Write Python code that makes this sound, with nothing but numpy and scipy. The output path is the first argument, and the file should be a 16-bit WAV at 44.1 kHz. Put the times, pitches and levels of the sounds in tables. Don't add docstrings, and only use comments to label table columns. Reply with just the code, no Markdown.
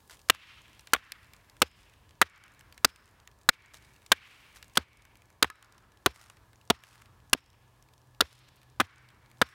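import sys
import numpy as np
from scipy.fft import rfft, irfft, next_fast_len
from scipy.io import wavfile
from scipy.ndimage import map_coordinates

SR = 44100
rng = np.random.default_rng(int(sys.argv[2]) if len(sys.argv) > 2 else 0)


def output_pcm(signal):
    pcm = np.clip(np.atleast_2d(signal).T, -1, 1) * 32767
    wavfile.write(sys.argv[1], SR, np.round(pcm).astype(np.int16))


N = 420713

# start_s, wood_db, snap_db, snap_hz,
# splinter_db, stump_db, ground_db, ring_hz, echo_db, echo_hz
CHOPS = [(.2978, -11, -5.5, 2900, -16, -29, -51, 2700, -54.5, 2880),
         (.9337, -12.5, -22.5, 2380, -15, -35, -45, 2600, -58, 1870),
         (1.6178, -15, -14.5, 3240, -15, -22.5, -42, 4980, -64, 2820),
         (2.2148, -7.5, -19, 2790, -15, -24, -45.5, 2400, -59, 1650),
         (2.8459, -13, -8, 4930, -13.5, -22, -50, 4990, -65, 1610),
         (3.4890, -7.5, -11, 4010, -11, -26, -62, 2240, -62, 1996),
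         (4.1177, -8, -5, 3710, -16.5, -24, -51, 2230, -55.5, 2500),
         (4.7717, -16.5, -13, 3500, -21.5, -23.5, -37.5, 2214, -66, 2310),
         (5.4254, -15, -13.5, 3740, -15, -25, -39.5, 4200, -62.5, 1350),
         (6.0600, -16, -18.5, 3705, -20.5, -19, -38.5, 5550, -64.5, 1307),
         (6.7005, -20, -18, 3650, -25, -16, -44, 5400, -63, 1150),
         (7.3307, -18.5, -12, 2656, -13, -30, -53, 5430, -70, 2705),
         (8.2063, -16, -10.5, 3846, -33, -28, -39, 5400, -64.5, 3900),
         (8.7996, -17, -24, 3480, -53, -25, -40, 2200, -61, 1630),
         (9.4152, -12.5, -17, 3380, -34, -19, -46, 5470, -58, 1600)]
# pitch_hz, width_hz, level_db
STUMP = [(118, 110, -11), (270, 110, 1.5), (477, 140, 0.5), (777.6, 260, -9)]
# frequency_hz, level_db
SPLINTER = [(100, -23.5), (1000, -1.5), (4000, -1), (8000, -1), (13000, -7.5), (17000, -11.5)]
# time_s, level_db
LEAF_HISS = [(0.0, -70), (1.89, -73.5), (2.36, -77.5), (2.92, -71), (3.27, -77), (4.59, -69.5), (4.86, -76),
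             (5.95, -77.5), (6.19, -71), (6.38, -75), (9.22, -76.5), (9.54, -72)]
USUAL_WOOD_DB, USUAL_GROUND_DB = -13.5, -46


def amp(db):
    return 10 ** (np.asarray(db) / 20)


def unit(x):
    return x / np.sqrt(np.mean(x ** 2) + 1e-20)


def seconds(length):
    return np.arange(int(length * SR)) / SR


def add(track, start_s, x):
    i = max(round(start_s * SR), 0)
    track[i:i + len(x)] += x[:max(N - i, 0)]


def curve(points):
    return np.interp(np.arange(N) / SR, *np.transpose(points))


def step(at_s, spread_s):
    return .5 + .5 * np.tanh((np.arange(N) / SR - at_s) / spread_s)


def wobble(rate, size):
    knots = rng.standard_normal(int(size * rate / SR) + 4)
    return map_coordinates(knots, [np.arange(size) * rate / SR])


def filtered(x, response):
    m = next_fast_len(len(x) + 4096)
    return irfft(rfft(x, m) * response(np.fft.rfftfreq(m, 1 / SR)), m)[:len(x)]


def colour(points):
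    hz, db = np.transpose(points)
    return lambda f: amp(np.interp(np.log(f + 1), np.log(hz), db))


def modes(rows):
    return lambda f: sum((-1) ** k * amp(db) * 1j * f * width / (hz * hz - f * f + 1j * f * width)
                         for k, (hz, width, db) in enumerate(rows))


def noise(response, size):
    return unit(filtered(rng.standard_normal(size), response))


def burst(response, bite_s, t60_s, grain_db=2):
    t = seconds(.08)
    force = amp(-60 * np.maximum(t - bite_s, 0) / t60_s)
    snaps = rng.standard_normal(len(t)) * amp(grain_db * wobble(2500, len(t)))
    body = filtered(snaps * force, response)
    return body * np.sqrt(np.sum(force ** 2) / np.sum(body ** 2))


def wind():
    # frequency_hz, level_db
    air_spectrum = [(12, -48.5), (20, -18.5), (26, -21.5), (48, -3), (120, -6), (154, -13), (660, -16.5),
                    (780, -17.5), (949, -16.5), (1400, -33), (1660, -24), (1810, -33.5), (3340, -29),
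                    (5230, -33), (16000, -40)]
    air = colour(air_spectrum)
    gusts_db = .5 * wobble(1.5, N) + 1.4 * wobble(9.5, N)
    rumble = amp(-64.8 + gusts_db) * noise(lambda f: air(f) / (1 + (f / 300) ** 4), N)
    rush_db = -71.5 + .2 * wobble(4.3, N)
    rush = amp(rush_db) * noise(lambda f: air(f) * (f > 280) / (1 + (f / 4500) ** 2), N)
    hiss = amp(curve(LEAF_HISS)) * noise(lambda f: air(f) * f ** 2 / (f ** 2 + 3500 ** 2), N)
    return rumble + rush + hiss


def far_drone():
    # pitch_hz, width_hz, level_db
    whir_bands = [(1010, 270, -72.5), (1701, 45, -79)]
    pitch_hz = (109 + 15 * step(at_s=6.65, spread_s=.59)) * (1 + .017 * wobble(17, N))
    level_db = -75.5 + 13 * step(at_s=6.5, spread_s=1.2) + 3 * wobble(8, N)
    drone = amp(level_db) * np.sin(2 * np.pi * np.cumsum(pitch_hz) / SR)
    whir = sum(amp(db) * noise(modes([(hz, width, 0)]), N) for hz, width, db in whir_bands)
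    return drone + whir


def forest_echo():
    # frequency_hz, level_db
    undergrowth = [(40, 0), (90, 3), (250, 0), (600, -1.5), (1500, 0), (4500, -9), (7000, -21.5),
                   (16000, -32)]
    # frequency_hz, level_db
    tree_spectrum = [(100, -20.5), (600, -19), (1100, 1.5), (2800, -3), (5000, -11), (8000, -21),
                     (16000, -33)]
    trees = colour(tree_spectrum)
    rise_s, hold_s, t60_s = .03, .13, 1.7
    out, early, t = np.zeros(N), seconds(.16), seconds(1.1)
    scatter_shape = amp(-60 * early / .13) * (1 - np.exp(-early / .0045))
    slap_shape = np.exp(-((early - .05) / .013) ** 2)
    echo_shape = np.clip(t / rise_s, 0, 1) * amp(-60 * np.maximum(t - hold_s, 0) / t60_s)
    for start_s, *_, ground_db, _, echo_db, echo_hz in CHOPS:
        scatter_db = -39 + .67 * (ground_db - USUAL_GROUND_DB)
        add(out, start_s, amp(scatter_db) * scatter_shape * noise(colour(undergrowth), len(early)))
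        add(out, start_s, amp(-52.5) * slap_shape * noise(lambda f: trees(f) * f ** .4, len(early)))
        tint = modes([(echo_hz, echo_hz * .4, 0), (echo_hz, 130, -14)])
        trunks = amp(1.8 * wobble(70, len(t)))
        echo = noise(lambda f: trees(f) * (.57 + 2 * abs(tint(f))), len(t))
        add(out, start_s, amp(echo_db + 2) * echo_shape * trunks * echo)
    return out


def crumb():
    hz = 5000 * np.exp(.5 * rng.normal())
    peak = modes([(hz, hz * .5, 0)])
    return burst(lambda f: colour(SPLINTER)(f) * (.3 + abs(peak(f))), bite_s=.00045, t60_s=.011)


def crackle():
    out, hiss_db = np.zeros(N), curve(LEAF_HISS)
    for when, size in rng.random(size=(170, 2)):
        level_db = hiss_db[int(when * N)] + 3 + 13 * size ** 2
        add(out, when * N / SR, amp(level_db) * crumb())
    return out


def rustles():
    # start_s, length_s, level_db
    brushes = [(0.098, 0.087, -54.5), (0.286, 0.0091, -48.5), (1.75, .16, -66), (3.735, 0.055, -52.5),
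               (3.794, 0.25, -68), (4.229, 0.32, -67), (4.557, 0.042, -54.5), (4.753, 0.022, -45),
               (6.133, 0.23, -58.5), (6.82, 0.27, -62), (8.24, .22, -62), (9.47, .07, -61)]
    # frequency_hz, level_db
    cloth = [(100, -18.5), (700, 1), (1800, 2.5), (5000, -1), (10000, -4), (16000, -16)]
    out = np.zeros(N)
    for start_s, length_s, level_db in brushes:
        t = seconds(length_s)
        swell = np.sin(np.pi * (t / length_s) ** .439)
        grain = amp(4.5 * wobble(350, len(t)))
        add(out, start_s, amp(level_db) * swell * unit(grain * noise(colour(cloth), len(t))))
    return out


def tick(hz):
    body = burst(modes([(hz, hz * .46, 0), (hz * 2.1, hz * .43, -5)]), bite_s=.00074, t60_s=.021)
    edge = burst(colour(SPLINTER), bite_s=.001, t60_s=.0067)
    return amp(-11.5) * body + amp(-11) * edge


def litter():
    # start_s, peak_db, pitch_hz
    clear_ticks = [(0.097, -36.5, 1520), (0.348, -34, 1100), (0.794, -39.5, 2770), (0.872, -34, 1900),
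                   (1.12, -21.5, 2500), (1.335, -38, 2280), (2.438, -40, 1520), (2.609, -41, 1570),
                   (2.725, -39, 2330), (2.778, -35.5, 1880), (2.96, -38, 2210), (3.275, -35.5, 1700),
                   (4.063, -37.5, 3920), (4.627, -33, 2320), (5.052, -43, 1400), (5.501, -26.5, 1290),
                   (5.626, -38, 1570), (6.16, -36, 1210), (6.299, -34.5, 1410), (6.837, -34, 1600),
                   (6.956, -44, 1030), (7.02, -41.5, 1070)]
    out = np.zeros(N)
    for start_s, peak_db, pitch_hz in clear_ticks:
        add(out, start_s, amp(peak_db) * tick(pitch_hz))
    for chop_s, *_ in CHOPS:
        for lead_s in rng.uniform(.04, .42, size=3):
            shift_db = rng.normal(-48.5, 2.2)
            shift_hz = 2190 * np.exp(.34 * rng.normal())
            add(out, chop_s - lead_s, amp(shift_db) * tick(shift_hz))
        for fall_s, crumb_db in zip(rng.uniform(.017, .69, size=6), rng.normal(-57.5, 3.2, size=6)):
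            add(out, chop_s + fall_s, amp(crumb_db) * crumb())
    return out


def chip_ping():
    # pitch_hz, level_db, t60_s
    chip_modes = [(1276, -39.5, 0.11), (1700, -33.5, 0.044)]
    out, t = np.zeros(N), seconds(1)
    ping = sum(amp(db - 60 * t / t60) * np.sin(2 * np.pi * hz * t) for hz, db, t60 in chip_modes)
    add(out, 5.5005, ping)
    return out


def head_ring():
    # pitch_hz, width_hz, level_db
    head_modes = [(2250, 150, 3), (2680, 170, 0), (3890, 200, -3), (5020, 380, -2), (5500, 330, -2)]
    db_per_octave, max_loss_db = 30, 8
    out, t, lowest_hz = np.zeros(N), seconds(1), head_modes[0][0]
    for start_s, wood_db, *_, ring_hz, _, _ in CHOPS:
        struck = [(hz, width, db - min(db_per_octave * abs(np.log2(hz / ring_hz)), max_loss_db))
                  for hz, width, db in head_modes]
        t60_s = 1.8 * lowest_hz / ring_hz
        level_db = -62.5 + .45 * (wood_db - USUAL_WOOD_DB)
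        tone = noise(lambda f: modes(struck)(f) ** 2, len(t))
        add(out, start_s, amp(level_db - 60 * t / t60_s) * tone)
    return out


def knocks():
    # start_s, wood_db, wood_hz, stump_db
    contacts = [(0.943, -24, 1344, -41), (0.947, -18, 1132, -37.5), (0.9621, -28.5, 1596, -38),
                (1.6260, -22, 2616, -17), (2.2222, -14.5, 1550, -22.5), (4.125, -18, 1688, -30),
                (5.4440, -19, 1336, -26), (6.0688, -23.5, 905, -26), (6.705, -14.5, 765, -15),
                (7.3470, -34, 703, -25.5), (8.2185, -26, 1409, -21), (8.8063, -17, 1500, -26.5),
                (8.8107, -22, 1670, -22), (9.4213, -15, 1270, -27.5)]
    out = np.zeros(N)
    for start_s, wood_db, wood_hz, stump_db in contacts:
        stick = modes([(wood_hz, wood_hz * .3, 0), (3700, 1100, -16)])
        add(out, start_s, amp(wood_db) * burst(stick, bite_s=.001, t60_s=.024))
        add(out, start_s, amp(stump_db) * burst(modes(STUMP), bite_s=.00079, t60_s=.012))
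    return out


def push(hz):
    cycles = seconds(.01) * hz
    return -np.sin(2 * np.pi * cycles) * np.exp(-((cycles - .6) / .97) ** 2)


def chops():
    out, t = np.zeros(N), seconds(.15)
    thud_shape = np.exp(-((t - .03) / .023) ** 2)
    for start_s, wood_db, snap_db, snap_hz, splinter_db, stump_db, ground_db, *_ in CHOPS:
        force_db = wood_db - USUAL_WOOD_DB
        bite_s = .0048 * np.exp(-.05 * force_db)
        wood_hz = 1435 * np.exp(.016 * force_db)
        stump_ratio = .97 * np.exp(.026 * force_db)
        stick = burst(modes([(wood_hz, wood_hz * .33, 0)]), bite_s * .85, t60_s=.016)
        stump = burst(lambda f: modes(STUMP)(f / stump_ratio), bite_s * .7, t60_s=.023)
        snap = burst(modes([(snap_hz, snap_hz * .22, 0)]), bite_s * .8, t60_s=.0084, grain_db=3.5)
        splinters = burst(colour(SPLINTER), bite_s * .52, t60_s=.0065, grain_db=4)
        thud_hz = 77 * (1 + .12 * rng.normal())
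        tear_s = start_s + .0009
        add(out, start_s, amp(wood_db + 5.5) * push(wood_hz * .88))
        add(out, start_s + .0005, amp(wood_db - 1.5) * stick)
        add(out, start_s, amp(stump_db) * stump)
        add(out, tear_s, amp(snap_db - 1.5) * snap + amp(splinter_db + 2.5) * splinters)
        add(out, start_s, amp(ground_db) * thud_shape * np.sin(2 * np.pi * thud_hz * t))
    return out


def scene():
    hatchet = chops() + knocks() + head_ring()
    small_noises = chip_ping() + litter() + crackle() + rustles()
    distance = forest_echo() + wind() + far_drone()
    return (hatchet + small_noises + distance)[None]


def record(dry):
    ceiling, overload, low_hz, top_hz = .385, .28, 30, 16100
    attack_s, release_s = .0047, .2
    x, now = dry[0], np.arange(N) / SR
    clipped = x / (1 + np.abs(x / ceiling) ** 5) ** (1 / 5)
    last_overload_s = np.maximum.accumulate(np.where(np.abs(x) > overload, now, -1))
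    since_s = now - last_overload_s
    duck_db = -5.5 * (1 - np.exp(-since_s / attack_s)) * np.exp(-(since_s / release_s) ** 2)
    passband = lambda f: 1j * f / (low_hz + 1j * f) / (1 + (f / top_hz) ** 90)
    return filtered(clipped * amp(duck_db), passband)[None]


dry = scene()
out = record(dry)
output_pcm(out)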